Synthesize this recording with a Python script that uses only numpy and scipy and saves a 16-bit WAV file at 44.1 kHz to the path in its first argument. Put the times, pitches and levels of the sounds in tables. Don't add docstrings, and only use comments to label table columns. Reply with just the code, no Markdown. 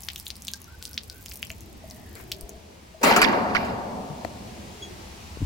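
import sys
import numpy as np
from scipy import signal
from scipy.fft import rfft, irfft, next_fast_len
from scipy.io import wavfile
from scipy.ndimage import uniform_filter1d, map_coordinates

SR = 44100
rng = np.random.default_rng(int(sys.argv[2]) if len(sys.argv) > 2 else 0)


def generate_wav(signal):
    frames = np.transpose(np.atleast_2d(signal))
    scaled = np.clip(frames, -1, 1) * 32767
    pcm = np.round(scaled).astype(np.int16)
    wavfile.write(sys.argv[1], SR, pcm)


N = 240609

# t/s, level/dB
SPRAY_LEVEL = [(0.0, -46), (0.48, -53), (0.7, -60), (0.79, -58), (0.85, -44), (1.0, -55), (1.18, -53.5),
               (1.3, -43.5), (1.5, -53), (1.77, -57.5), (2.2, -55), (2.37, -57), (2.9, -88)]
# f/Hz, density/dB per Hz
CLATTER_SPECTRUM = [(130, -39), (220, -23), (450, 3.5), (900, -7), (1400, -0.5), (2300, -0.5), (3500, -15),
                    (5000, -13), (7500, -14), (11000, -19.5), (16500, -18)]
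LAG_S = 0.000178


def amp(db):
    return 10 ** (np.asarray(db) / 20)


def unit(x):
    return x / np.sqrt(np.mean(x ** 2) + 1e-20)


def along(points, hz):
    f, v = np.transpose(points)
    return np.interp(np.log(hz + 1), np.log(f + 1), v)


def curves(rows):
    s, *cols = np.transpose(rows)
    return [np.interp(np.arange(N) / SR, s, c) for c in cols]


def add(track, s, sound, pan_db=0):
    part = track[:, round(s * SR):round(s * SR) + sound.shape[-1]]
    part += (sound * amp([[pan_db / 2], [-pan_db / 2]]))[:, :part.shape[1]]


def later(x):
    return np.array([x, np.pad(x, (round(LAG_S * SR), 0))[:len(x)]])


def rush(n, gain, patchy_db=0., size=512, near=None):
    # f/Hz, correlation coefficient
    likeness = [(60, 0.91), (150, 0.94), (380, 0.41), (950, -0.085), (1500, -0.27), (2380, 0.17),
                (4000, 0.28), (15000, -0.29)]
    # f/Hz, level difference/dB
    balance = [(60, 0.5), (200, 0), (380, 1.5), (700, 3), (1290, 1), (2380, 0.5), (5980, 1.5), (15000, -1)]
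    hz, t, z = signal.stft(rng.standard_normal((2, n)), SR, nperseg=size)
    field = uniform_filter1d(rng.standard_normal(z.shape[1:]), size=5, axis=0)
    field = uniform_filter1d(field, size=8, axis=1)
    turn = np.arccos(np.clip(along(likeness, hz), -1, 1))[:, None] / 2
    mid, side = z[0] * np.cos(turn), z[1] * np.sin(turn)
    left, right = mid + side, mid - side
    if near is not None:
        near = np.clip(near, 0, 1)
        delay = np.exp(-2j * np.pi * hz * LAG_S)[:, None]
        right = near * left * delay + np.sqrt(1 - near ** 2) * right
    lean = amp(along(balance, hz) / 2)[:, None]
    pair = np.array([left * lean, right / lean])
    shaped = pair * gain(hz[:, None], t) * amp(patchy_db * unit(field))
    return signal.istft(shaped, SR, nperseg=size)[1][:, :n]


def ring(hz, t60, attack):
    t = np.arange(round(t60 * SR)) / SR
    return np.sin(2 * np.pi * hz * t) * amp(-60 * t / t60) * (1 - np.exp(-t / attack))


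def patio(x):
    t = np.arange(round(.12 * SR)) / SR
    lumps = amp(3.5 * unit(uniform_filter1d(rng.standard_normal(len(t)), size=60)))
    present = rng.random(len(t)) < .02 + 2 * t
    echoes = rng.standard_normal((2, len(t))) * present
    tail = echoes * lumps * amp(-60 * t / 0.09) * (1 - np.exp(-(t / 0.003) ** 2))
    tail *= amp(-8) / np.linalg.norm(tail, axis=1, keepdims=True)
    tail[:, round(.0062 * SR)] += amp(-17)
    tail[:, 0] = 1
    return signal.fftconvolve(x, tail, axes=1)[:, :N]


def yard():
    # t/s, traffic level/dB, drone level/dB, hiss level/dB (before its offset)
    levels = [(0.0, -48.5, -62, -57), (1.26, -48.5, -59, -58), (1.81, -44, -53.5, -57),
              (3.02, -50, -54, -57), (3.22, -61, -56, -49.5), (3.72, -48, -75, -53),
              (4.36, -47.5, -50.5, -51), (4.82, -48, -46.5, -50), (5.46, -42.5, -51, -50)]
    # f/Hz, density/dB per Hz
    traffic_spectrum = [(15, -56), (30, -45), (48, -26), (65, 1), (85, -5), (130, -14), (215, -11.5),
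                        (320, -21), (600, -31.5), (1200, -56)]
    drone_spectrum = [(200, -26), (330, 2.5), (420, 0.5), (520, -5), (650, -1.5), (780, -7), (1100, -11),
                      (1600, -41)]
    hiss_spectrum = [(300, -18), (800, 4.5), (1400, -1.5), (2500, -0.5), (3500, -3), (4700, -3),
                     (7000, -6.5), (11000, -13), (16500, -16)]

    def steady(points, patchy_db):
        return unit(rush(N, lambda hz, t: amp(along(points, hz)), patchy_db, size=2048))

    traffic_db, drone_db, hiss_db = curves(levels)
    traffic = amp(traffic_db) * steady(traffic_spectrum, 1.97)
    hollow = amp(drone_db) * steady(drone_spectrum, 4.1)
    hiss = amp(hiss_db + 3.5) * steady(hiss_spectrum, 1.0)
    return traffic + hollow + hiss


def spray():
    level_db, = curves(SPRAY_LEVEL)
    draw = rng.random((10000, 4))
    at = (draw[:, 0] * SPRAY_LEVEL[-1][0] * SR).astype(int)
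    hz = 5500 * 2 ** (1.6 * draw[:, 1:2])
    k = np.arange(64)
    cycles = hz * k / SR
    loudness_db = np.minimum(-4 * np.log(draw[:, 2:3]), 19)
    grain = np.sin(2 * np.pi * cycles) * (1 - np.exp(-cycles / 0.29)) * np.exp(-cycles / 0.23)
    grain *= amp(loudness_db)
    where = (at[:, None] + k).ravel()
    lean_db = 13 * (draw[:, 3:] - 3.5)
    out = np.array([np.bincount(where, (grain * amp(side * lean_db)).ravel(), N) for side in (1, -1)])
    return patio(amp(level_db - 14.0) * unit(out))


def drops():
    # t/s, bubble level/dB, bubble f/Hz, bubble swell/ms, relative splat level/dB
    clear_drops = [(0.0332, -31, 5970, 0.8, -44), (0.0854, -21, 2260, 0.55, -32.5),
                   (0.0854, -20, 3910, 1.37, -36), (0.101, -36, 4900, 0.51, -49),
                   (0.133, -36, 4630, 0.77, -37), (0.1596, -22.5, 3300, 0.49, -29.5),
                   (.179, -34, 6500, .5, -39), (0.1987, -26, 5230, 0.31, -34),
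                   (0.2663, -22.5, 3800, 0.83, -37), (0.2807, -33, 6900, 0.46, -32.5),
                   (0.3034, -16.5, 4300, 0.22, -37), (0.312, -35, 5500, .5, -43),
                   (0.355, -31.5, 4760, 0.33, -48), (0.366, -38, 5040, 0.59, -39),
                   (.421, -27.5, 6520, 0.34, -36), (0.4494, -33, 4750, 0.24, -34),
                   (0.47, -22.5, 5760, 0.23, -41), (0.4815, -16.5, 3720, 0.42, -27),
                   (0.485, -24.5, 3580, 0.82, -41), (0.515, -37, 6840, .5, -36),
                   (0.5355, -12.5, 5400, 0.11, -33.5), (.617, -38, 6440, 0.41, -38),
                   (0.6427, -35.5, 5930, 0.58, -45), (0.8256, -22, 4400, 0.18, -34.5),
                   (0.8529, -18, 4820, 0.21, -32), (.861, -35, 5900, 0.42, -42),
                   (0.8775, -34, 5040, 0.65, -44), (0.9316, -30, 5030, 0.43, -41),
                   (.942, -27.5, 5700, 0.37, -46), (0.9762, -25, 2200, 0.6, -42),
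                   (.977, -16, 4140, 1.2, -46), (1.034, -34, 5100, 0.3, -42),
                   (1.0984, -22, 4820, 0.34, -39), (1.26, -30, 3100, 0.47, -32.5),
                   (1.283, -31, 4900, 0.39, -47), (1.2958, -32, 7160, 0.38, -39),
                   (1.313, -27, 5100, 0.36, -45), (1.3174, -28, 2700, 0.38, -39),
                   (1.3395, -36, 6500, 0.4, -39), (1.3571, -35, 5370, 0.5, -34),
                   (1.372, -38, 6000, 0.35, -38), (1.428, -18, 2820, 0.81, -29.5),
                   (1.45, -37, 7500, 0.63, -38), (1.469, -33, 5360, 0.48, -40),
                   (1.496, -36, 5600, 0.29, -45), (1.5024, -22.5, 2590, 0.74, -34),
                   (1.515, -29, 7040, 0.5, -41), (1.6069, -34, 6450, 0.38, -42),
                   (1.9, -32, 6400, 0.37, -49), (1.9094, -28, 5000, 0.37, -42),
                   (2.1535, -37, 4550, .55, -37), (2.317, -19, 3310, 0.84, -25.5),
                   (2.3204, -19.5, 4680, 0.8, -36), (2.41, -37, 5200, 0.47, -32),
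                   (2.493, -27.5, 6460, 0.39, -35.5)]
    bubble_after_s = 0.000546
    slide_octaves, steady_swell_ms = 1, 0.41
    out, t = np.zeros((2, N)), np.arange(round(.012 * SR)) / SR
    draw = rng.standard_normal((260, 2))
    at = rng.random(len(draw)) * SPRAY_LEVEL[-1][0]
    size_db = np.interp(at, *np.transpose(SPRAY_LEVEL)) + 0.5 + 3.2 * np.minimum(draw[:, 0], 1.5)
    small_hz = 6920 * 2 ** (0.303 * draw[:, 1])
    small = [(s, db, hz, 0.4, db + 4) for s, db, hz in zip(at, size_db, small_hz)]
    for s, db, hz, swell_ms, splat_db in clear_drops + small:
        u = np.maximum(t - bubble_after_s, 0) * 1000 / max(swell_ms, .2)
        pitch = hz * 2 ** (slide_octaves * (swell_ms - steady_swell_ms) * np.tanh(u - 1))
        bubble = np.sin(2 * np.pi * np.cumsum(pitch) / SR) * u ** 0.74 * np.exp((1 - u ** 2.25) / 1.85)
        hiss = np.diff(rng.standard_normal(len(t) + 1)) * amp(1 - 60 * t / 0.0076)
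        falling_hz = hz * (1.6 + 1.317 * np.exp(-t / 0.00048))
        phase = 2 * np.pi * np.cumsum(falling_hz) / SR + 2 * np.pi * rng.random()
        sweep = np.sin(phase) * amp(3.0 - 60 * t / 0.011)
        splat = (hiss + sweep) * (1 - np.exp(-t / 0.00016))
        drop = amp(db) * bubble + amp(splat_db) * splat
        add(out, s, patio(drop[None]), 1.3 + rng.normal(0, 2.5))
    return out


def gurgles():
    # t/s, level/dB, f/Hz
    gurgle_notes = [(0.536, -35.5, 1596), (0.678, -43.5, 1376), (.742, -43, 1535), (.812, -44, 1490),
                    (.912, -47, 1480)]
    out = np.zeros((2, N))
    for s, db, hz in gurgle_notes:
        add(out, s, amp(db) * ring(hz, 0.066, 0.0028))
    return out


def hums():
    # t/s, length/s, level/dB, first f/Hz, last f/Hz, width/Hz
    notes = [(0.65, .12, -58, 1460, 1507, 198), (.83, 0.15, -61, 1520, 1540, 169),
             (1.052, .2, -60, 1450, 1590, 150), (1.727, 0.65, -61, 2080, 1614, 380),
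             (1.86, 0.21, -54.5, 670, 633, 131), (2.25, 0.44, -51.5, 635, 661, 129.2),
             (2.382, 0.28, -54, 470, 390, 132)]
    out = np.zeros((2, N))
    for s, length, db, first_hz, last_hz, width_hz in notes:
        n = round(length * SR)
        knots = rng.standard_normal((2, 300))
        a, b = (map_coordinates(k, [np.arange(n) * width_hz / SR + 2]) for k in knots)
        phase = 2 * np.pi * np.cumsum(np.linspace(first_hz, last_hz, n)) / SR
        wandering = a * np.sin(phase) + b * np.cos(phase)
        add(out, s, amp(db) * np.sqrt(np.hanning(n)) * wandering, 3)
    return out


def knocks():
    # t/s, level/dB, f/Hz, t60/s, left-right difference/dB
    blows_heard = [(1.505, -45, 656, 0.12, 4), (1.84, -39.5, 648, 0.11, 2), (2.15, -48.5, 448, 0.17, 3),
                   (2.2, -51.5, 1000, 0.033, 25), (2.43, -27.5, 47.2, 0.091, 5),
                   (2.945, -42.5, 641, 0.13, 4), (3.1095, -10.5, 816, 0.02, 11),
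                   (3.1644, -14, 1305, 0.021, 4), (3.167, -15, 1370, .02, 2), (3.174, -17, 974, 0.025, 7),
                   (3.1799, -11, 1260, 0.022, 4), (4.1, -30, 148, 0.15, 7), (4.2487, -33.5, 4300, 0.008, 5),
                   (4.2482, -30, 1923, 0.011, 15), (4.2491, -18.5, 671, 0.014, 15),
                   (4.2495, -22, 326, 0.02, 3), (5.372, -19, 330, 0.0072, 4), (5.406, -21.5, 108, 0.053, 2),
                   (5.426, -9.5, 117, 0.025, 2.5), (5.417, -24.5, 275, 0.064, 4),
                   (5.4331, -19.5, 70.4, 0.11, 3)]
    out = np.zeros((2, N))
    for s, db, hz, t60, pan_db in blows_heard:
        add(out, s, -amp(db + 2) * ring(hz, t60, 0.24 / hz), pan_db)
    return out


def taps():
    # t/s, level/dB, t60/s, left-right difference/dB
    tap_events = [(2.15, -41, .22, 4), (2.195, -41, .13, 6), (4.2485, -27, .014, 5)]
    out, t = np.zeros((2, N)), np.arange(SR // 5) / SR
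    for s, db, t60, pan_db in tap_events:
        noise = unit(rush(len(t), lambda hz, _: amp(along(CLATTER_SPECTRUM, hz)), size=256))
        add(out, s, noise * amp(db - 60 * t / t60) * (1 - np.exp(-20 * t / t60)), pan_db)
    return out


def housing():
    # t/s, clatter level/dB, roar level/dB, brass level/dB,
    # rise/ms, clatter t60/s, edge band gain/dB, body band gain/dB, best-struck brass f/Hz
    blows = [(3.012, -28.5, -44.5, -68, 3.9, 0.079, -13, 13, 1163),
             (3.0299, -13.5, -23, -43, 5, 0.23, -6, 2, 2300),
             (3.065, -14.5, -33, -48, 5.4, 0.3, 3, 15.5, 2300),
             (3.108, -26, -37.5, -49, 4.8, 0.29, 2, 23, 2300),
             (3.162, -12.5, -33.5, -32.5, 1.2, 0.11, -4, 1, 5180),
             (3.2163, -12.5, -37.5, -21.5, 0.5, 0.088, 1, -4, 4565),
             (3.5479, -24, -37.5, -32, 1, 0.05, 16, 14, 2750), (3.646, -36, -55, -47, 3, 0.12, 2, -3, 5180)]
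    # f/Hz, density/dB per Hz
    roar_spectrum = [(50, -45), (95, -9.5), (140, -23.5), (220, -10), (450, -8), (800, -2.5), (1150, -6),
                     (1500, -5.5), (2300, -9.5), (3300, -18.5), (4700, -17), (6200, -37), (8000, -55),
                     (12000, -25), (16500, -42)]
    # f/Hz, t60/s
    fade = [(80, 12.6), (250, 2.99), (700, 2.96), (1300, 1.8), (2500, 0.99), (5000, 1.1), (12000, 0.68)]
    # f/Hz, width/Hz, level/dB (before a common factor)
    panel = [(233.2, 24.8, 10.5), (424, 90, -7.5), (557, 20, -6), (732, 26, -2.5), (915.4, 24.6, 6.5),
             (1144, 28, 1), (2380, 40, -2.5), (2770, 100, -7), (4500, 33, -17)]
    # f/Hz (before a small scatter), relative level/dB, t60/s
    brass = [(1155, 6.5, 0.092), (1440, 11.5, 0.083), (2320, -6, 0.15), (2820, -10, 0.07), (4630, -7, 0.1),
             (5140, -8, 0.1)]
    rattle_hz, rattle_depth = 260, .9
    crack_last_hz, crack_fall_s = 4800, .0015
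    out, t = np.zeros((2, N)), np.arange(round(2.6 * SR)) / SR
    short = t[:SR // 2]

    def hump(hz, centre_hz, octaves):
        return np.exp(-(np.log2((hz + 1) / centre_hz) / octaves) ** 2)

    def peaks(hz):
        resonances = sum(amp(db - along(roar_spectrum, c)) / (1 + (2 * (hz - c) / w) ** 2) for c, w, db in panel)
        return 1 + 0.71 * resonances

    def roar_gain(hz, t):
        return peaks(hz) * amp(along(roar_spectrum, hz) - 60 * t / along(fade, hz))

    for s, clatter_db, roar_db, ring_db, rise_ms, t60, edge_db, body_db, best_hz in blows:
        def colour(hz, _):
            edge = edge_db * hump(hz, 1800, 0.76)
            body = body_db * hump(hz, 450, 0.41)
            return amp(along(CLATTER_SPECTRUM, hz) + edge + body)

        clatter = unit(rush(len(short), colour, 3, size=256, near=0.32))
        add(out, s, amp(clatter_db - 60 * short / t60) * clatter * (1 - np.exp(-short * 1000 / rise_ms)))

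        u = t[:SR // 50] / crack_fall_s
        crack_hz = crack_last_hz * (1 + 2.2 * np.exp(-u))
        crack = np.sin(2 * np.pi * np.cumsum(crack_hz) / SR) * u * np.exp(-u)
        add(out, s - crack_fall_s, amp(clatter_db - 7) / rise_ms * later(crack))

        roar = rush(len(t), roar_gain, 2.2, size=1024, near=0.29)
        add(out, s, amp(roar_db + 20.5) * roar * (1 - np.exp(-t / 0.0048)))

        for hz, level_db, brass_t60 in brass:
            note = ring(hz * (1 + 0.0062 * rng.standard_normal()), brass_t60, 0.0013)
            steps = np.arange(len(note)) * rattle_hz / SR
            chatter = 1 + rattle_depth * map_coordinates(rng.standard_normal(200), [steps])
            favoured_db = 11 * hump(hz, best_hz, 0.087)
            note_db = ring_db + level_db + favoured_db + rng.normal(0, 3.5)
            add(out, s, amp(note_db) * later(note * chatter))
    return out


def drag():
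    # t/s, level/dB
    scrape_level = [(3.03, -62), (3.06, -32), (3.25, -23), (3.31, -37), (3.38, -40), (3.45, -55),
                    (3.56, -29.5), (3.63, -54), (3.7, -47), (3.82, -77), (4.0, -70)]
    # f/Hz, spread/octaves
    grit_bands = [(2100, 0.36), (4700, 0.2)]
    grit_db = [3.5, -4.5]
    level_db, = curves(scrape_level)
    draw, spread = rng.random((2500, 4)), rng.standard_normal((2500, 1))
    start_s, end_s = scrape_level[0][0], scrape_level[-1][0]
    at = ((start_s + draw[:, 0] * (end_s - start_s)) * SR).astype(int)
    band = (draw[:, 1] * len(grit_bands)).astype(int)
    centre, octaves = np.array(grit_bands)[band].T[..., None]
    hz, k = centre * 2 ** (octaves * spread), np.arange(400)
    cycles = hz * k / SR
    loudness_db = np.array(grit_db)[band, None] + 16.5 * draw[:, 2:3] ** 3
    grain = np.sin(2 * np.pi * cycles) * np.exp(-cycles / 5.7) * amp(loudness_db)
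    lean_db = 12.4 * (draw[:, 3:] - 1.1)
    ports = []
    for side, lag in ((1, 0), (-0.64, round(LAG_S * SR))):
        where = (at[:, None] + k + lag).ravel()
        ports.append(np.bincount(where, (grain * amp(side * lean_db)).ravel(), N))
    out = np.array(ports)
    clumps = amp(4.4 * map_coordinates(rng.standard_normal(400), [np.arange(N) * 45 / SR]))
    return amp(level_db) * clumps * out / np.std(out[:, at.min():at.max()])


def bird():
    # t/s, fundamental level/dB, f/Hz, relative octave partial level/dB, rise constant/s
    chip = (4.829, -33.5, 3330, -9, .007)
    out = np.zeros((2, N))
    s, db, hz, overtone_db, half = chip
    t = np.arange(-.03 * SR, 0.06 * SR) / SR
    note = np.sin(2 * np.pi * hz * t) + amp(overtone_db) * np.sin(4 * np.pi * hz * t)
    swell = np.exp(-(t / half) ** 2 / (1 + 3 * np.maximum(t, 0) / half))
    add(out, s - .03, amp(db) * note * swell)
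    return out


def scene():
    water = spray() + drops() + gurgles()
    hose = housing() + drag()
    return yard() + water + hums() + knocks() + taps() + hose + bird()


def record(dry):
    m = next_fast_len(N)
    kept = np.fft.rfftfreq(m, 1 / SR) < 16000
    return irfft(rfft(dry, m) * kept, m)[:, :N]


dry = scene()
out = record(dry)
generate_wav(out)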